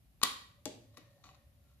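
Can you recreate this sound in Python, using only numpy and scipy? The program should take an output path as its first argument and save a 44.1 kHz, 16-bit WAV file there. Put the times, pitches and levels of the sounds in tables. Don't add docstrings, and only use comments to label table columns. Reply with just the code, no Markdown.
import sys
import numpy as np
from scipy import signal
from scipy.fft import rfft, irfft
from scipy.io import wavfile

SR = 44100
rng = np.random.default_rng(int(sys.argv[2]) if len(sys.argv) > 2 else 0)


def inscribe(sig):
    pcm = np.round(np.clip(np.atleast_2d(sig).T, -1, 1) * 32767)
    wavfile.write(sys.argv[1], SR, pcm.astype(np.int16))


def volts_from_db(level):
    exponent = np.asarray(level, float) / 20
    return 10 ** exponent


N = 79380

# (time [s], frame [dB], tank [dB], knob [dB], snap [dB])
RATCHET_SLIPS = [(0.216, -39, -58, -45, -63.5), (0.2255, -42, -56, -49, -66),
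                 (.230, -29.5, -45, -28, -30.5), (.232, -20, -33.5, -24.5, -25.5),
                 (0.2342, -29.5, -43.5, -21, -18), (0.2358, -33.5, -45.5, -24, -22.5),
                 (.238, -30.5, -38, -28, -39.5), (.243, -37.5, -45, -38, -37.5),
                 (.253, -29, -52, -36, -41.5), (0.656, -46, -62, -37.5, -35),
                 (0.944, -67.5, -75.5, -71.5, -76), (0.9711, -45.5, -61, -52, -53.5),
                 (0.974, -53, -53.5, -54, -54), (.981, -55.5, -53.5, -62.5, -55),
                 (1.2404, -49.5, -73.5, -52.5, -78.5), (1.254, -54, -67.5, -62, -77.5),
                 (1.267, -54, -72.5, -62.5, -79.5), (1.29, -51, -69, -60.5, -78.5),
                 (1.346, -62.5, -78, -63.5, -80), (1.352, -61, -74, -66, -82)]
# (frequency [Hz], level [dB], t60 [s])
TANK_MODES = [(190, -10, 0.077), (256, -4, .12), (300.9, 2, 0.14), (400, -5, .05), (490, -6, 0.078),
              (613, -5, 0.11), (732, -5, 0.13)]
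FRAME_MODES = [(1127, 2.5, .034), (1200, -3, 0.018), (1290, -5, 0.011), (1360, -9, 0.034),
               (1620, -16, 0.011), (1927, -8, 0.049), (2477, -6, .03)]
KNOB_MODES = [(2976, -1.5, .015), (3494, -4, .015), (3735, -8, 0.042), (3950, 1, .02), (4290, -3.5, .02),
              (4450, -1, .015), (5246, -5, .02), (6000, -5.5, 0.03), (6840, 0.5, .012)]
SNAP_MODES = [(7600, -6.5, 0.0082), (8600, -7, 0.004), (9080, -4.5, .008), (10500, 3, 0.005),
              (11670, 1, .007), (13630, -8.5, .006)]
PART_LEAN_DB = [7.4, 0.6, 12, 14]
PART_CRACK_DB = [-5.5, -3, 8.5, 8.5]
PART_RUB_DB = [-14.5, -4.5, -4, -24.5]
# (time [s], level [dB])
FINGER_RUB = [(0, -100), (.9, -94), (.96, -79.5), (1.05, -87.5), (1.225, -89.5), (1.245, -71.5),
              (1.30, -76), (1.37, -100), (1.5, -101), (1.64, -94.5), (1.7, -87.5), (1.78, -95)]
# (time [s], thud [dB], clink [dB])
FOOT_KNOCKS = [
    (0.6555, -41.5, -37.5),
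    (.659, -32.5, -43),
    (.667, -41.5, -49),
    (.676, -41.5, -50),
    (0.699, -49, -69),
]
# (frequency [Hz], level [dB], t60 [s])
THUD_MODES = [(86, -13.5, 0.13), (182, -7.5, 0.072), (266, -2, 0.075), (299.5, 0, 0.1),
              (342, -20.5, 0.061), (456.5, -3.5, 0.094), (517, -3.5, 0.043), (619, -7.5, 0.11),
              (830, -8, 0.097)]
FOOT_MODES = [(1530, -12, .015), (2170, -5.5, 0.019), (3446, -3, 0.07), (3580, -4.5, 0.02),
              (4880, -3, 0.02), (6360, -1.5, 0.061), (7000, -2.5, 0.047), (7770, -4.5, 0.024)]
# (frequency [Hz], t60 [s])
ROOM_DECAY = [(150, 0.52), (400, .5), (1040, 0.51), (2760, .5), (7280, 0.44), (12500, 0.4059),
              (14500, 0.32)]
# (frequency [Hz], level [dB])
ROOM_TONE = [(80, -9), (280, -2), (450, -1.5), (1100, -5.5), (2200, 1.5), (3800, 1), (6000, -3.5),
             (12500, -4)]
# (frequency [Hz], correlation [-1..1])
STEREO_LIKENESS = [(30, .9), (250, 0.77), (700, 0), (2000, 0), (8000, 0)]
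# (time [s], level [dB])
CHIMNEY_SWELL = [(0, -100), (.4, -90.5), (.66, -74), (1.0, -73), (1.3, -76.5), (1.8, -87)]
# (frequency [Hz], width [Hz], level [dB], centre time [s], spread [s])
DRONES = [
    (56, 12, -70.5, .2, .25),
    (107.5, 16, -63.5, .93, .13),
    (71.8, 15.5, -64, 1.55, 0.16),
    (1835, 88, -84.5, 1.15, 0.26),
    (766, 135, -72.5, 1.29, 0.072),
    (1360, 90, -83.5, 1.702, 0.042),
]
# (frequency [Hz], level [dB])
RUMBLE_TONE = [(25, -24), (50, -5.5), (70, -0.5), (120, 1.5), (200, -10.5), (260, -13.5), (400, -25),
               (800, -23.5)]
# (frequency [Hz], level [dB])
HISS_TONE = [(600, 1), (1200, -3.5), (2500, -2.5), (5000, -6.5), (8000, -10), (11500, -2.5), (14800, -6.5)]


def lantern():
    parts = knob_slips() + table_knocks()
    lean_db = list(PART_LEAN_DB) + [5, 9]
    left = sum(part * volts_from_db(db / 2) for part, db in zip(parts, lean_db))
    right = sum(part * volts_from_db(-db / 2) for part, db in zip(parts, lean_db))
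    right_lag_s = .00009
    samples = np.arange(N)
    right = np.interp(samples - right_lag_s * SR, samples, right)
    return np.array([left, right]), sum(parts)


def knob_slips():
    rub_per_s = 1300
    grains = (rng.random(N) < rub_per_s / SR) * rng.standard_normal(N)
    grains = grains * volts_from_db(in_time(FINGER_RUB))
    s, frame_db, tank_db, knob_db, snap_db = np.transpose(RATCHET_SLIPS)
    modes = [TANK_MODES, FRAME_MODES, KNOB_MODES, SNAP_MODES]
    hits_db = [tank_db - 8.5, frame_db - 5.5, knob_db - 7, snap_db - 8]
    return [struck_part(part_modes, s, db, crack_db, grains * volts_from_db(rub_db))
            for part_modes, db, crack_db, rub_db in zip(modes, hits_db, PART_CRACK_DB, PART_RUB_DB)]


def table_knocks():
    s, thud_db, clink_db = np.transpose(FOOT_KNOCKS)
    no_rub = np.zeros(N)
    thud = struck_part(THUD_MODES, s, thud_db - 7, -4, no_rub)
    clink = struck_part(FOOT_MODES, s, clink_db - 7, 15.5, no_rub)
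    return [thud, clink]


def struck_part(modes, s, hits_db, crack_db, rub):
    burst_s, ticks_per_burst, tick_fade_db = .003, 9, 15
    chance = rng.random((len(s), 2, ticks_per_burst))
    late = chance[:, 0] ** 2
    at = ((s[:, None] + burst_s * late) * SR).astype(int)
    ticks = volts_from_db(hits_db[:, None] - tick_fade_db * late) * (chance[:, 1] + 0.33)
    dry_ticks = rub.copy()
    np.add.at(dry_ticks, at, ticks * rng.choice([-1, 1], at.shape))

    ringing = np.zeros(N)
    for hz, mode_db, t60 in modes:
        clicks = rub.copy()
        strength = volts_from_db(hits_db + rng.normal(0, 1.5, len(s)))
        np.add.at(clicks, at.min(axis=1), strength * rng.choice([-1, 1], len(s)))
        ringing += volts_from_db(mode_db) * ring(clicks, hz, t60)

    lowest_hz, highest_hz = modes[0][0], modes[-1][0]
    crack = signal.sosfilt(bandpass(4, lowest_hz * .8, highest_hz * 1.05), dry_ticks + 1e-18)
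    return ringing + volts_from_db(crack_db) * crack * SR / highest_hz / 2


def room(x):
    gap_s, rise_s = .003, .006
    echo_db, wash_db = -4.5, -4
    t, echo, wash = np.arange(N) / SR, 0, 0
    white = rng.standard_normal((2, 2, N))
    onset = np.clip((t - gap_s) / rise_s, 0, 1)
    edges = 60 * 2 ** np.arange(0, 8.3, 1 / 3)
    for k, (low, high) in enumerate(zip(edges, edges[1:])):
        hz = np.sqrt(low * high)
        sos = bandpass(2, low, high)
        mid, side = white[k % 2]
        band = signal.sosfilt(sos, spread_stereo(mid, side, hz))
        decay_db = at_hz(ROOM_TONE, hz) - 60 * t / at_hz(ROOM_DECAY, hz)
        decay = onset * volts_from_db(decay_db) / np.sqrt(SR / 20)
        echo = echo + band * decay
        energy = signal.fftconvolve(signal.sosfilt(sos, x) ** 2, decay ** 2)[:N]
        wash = wash + rms_one(band[:, ::-1]) * np.sqrt(np.maximum(energy, 0))
    echoes = signal.fftconvolve(echo[:, :SR], x[None], axes=1)[:, :N]
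    return volts_from_db(echo_db) * echoes + volts_from_db(wash_db) * wash


def background():
    tones = chimney() + far_drones()
    rumble = volts_from_db(-67) * stereo_noise(RUMBLE_TONE)
    hiss = volts_from_db(-77) * stereo_noise(HISS_TONE)
    return tones * volts_from_db(np.array([[.6], [-.6]])) + rumble + hiss


def chimney():
    return volts_from_db(in_time(CHIMNEY_SWELL)) * narrow_noise(572.3, width_hz=64)


def far_drones():
    t, drones = np.arange(N) / SR, np.zeros(N)
    for hz, width_hz, db, centre, spread in DRONES:
        swell = np.exp(-.5 * ((t - centre) / spread) ** 2)
        drones += volts_from_db(db) * swell * narrow_noise(hz, width_hz)
    return drones


def stereo_noise(spectrum):
    hz = np.maximum(np.fft.rfftfreq(N, 1 / SR), 1)
    mid, side = rfft(rng.standard_normal((2, N)))
    below, above = (spectrum[0][0] / 2, -90), (spectrum[-1][0] * 1.1, -90)
    colour = volts_from_db(at_hz([below] + list(spectrum) + [above], hz))
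    return rms_one(irfft(colour * spread_stereo(mid, side, hz), N))


def spread_stereo(mid, side, hz):
    alike = np.clip(at_hz(STEREO_LIKENESS, hz), -1, 1)
    return np.sqrt(1 + alike) * mid + np.sqrt(1 - alike) * side * np.array([[1], [-1]])


def narrow_noise(hz, width_hz):
    x = rng.standard_normal(N + SR)
    for _ in range(2):
        x = ring(x, hz, np.log(1000) / np.pi / width_hz)
    return rms_one(x[SR:])


def ring(clicks, hz, t60):
    r = volts_from_db(-60 / (t60 * SR))
    w = 2 * np.pi * hz / SR
    return signal.lfilter([0, np.sin(w)], [1, -2 * r * np.cos(w), r * r], clicks + 1e-18)


def bandpass(order, low_hz, high_hz):
    return signal.butter(order, [low_hz, high_hz], "band", fs=SR, output="sos")


def rms_one(x):
    return x / np.sqrt(np.mean(x ** 2) + 1e-20)


def at_hz(points, hz):
    table_hz, values = np.transpose(points)
    return np.interp(np.log(hz), np.log(table_hz), values)


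def in_time(rows):
    return np.interp(np.arange(N) / SR, *np.transpose(rows))


def scene():
    direct, mono = lantern()
    return direct + room(mono) + background()


def band_limit(x):
    return signal.sosfilt(signal.butter(12, 16250, fs=SR, output="sos"), x)


def record(dry):
    mic_cut_hz = 14800
    mix = signal.sosfilt(signal.butter(6, mic_cut_hz, fs=SR, output="sos"), dry)
    return band_limit(mix)


dry = scene()
out = record(dry)
inscribe(out)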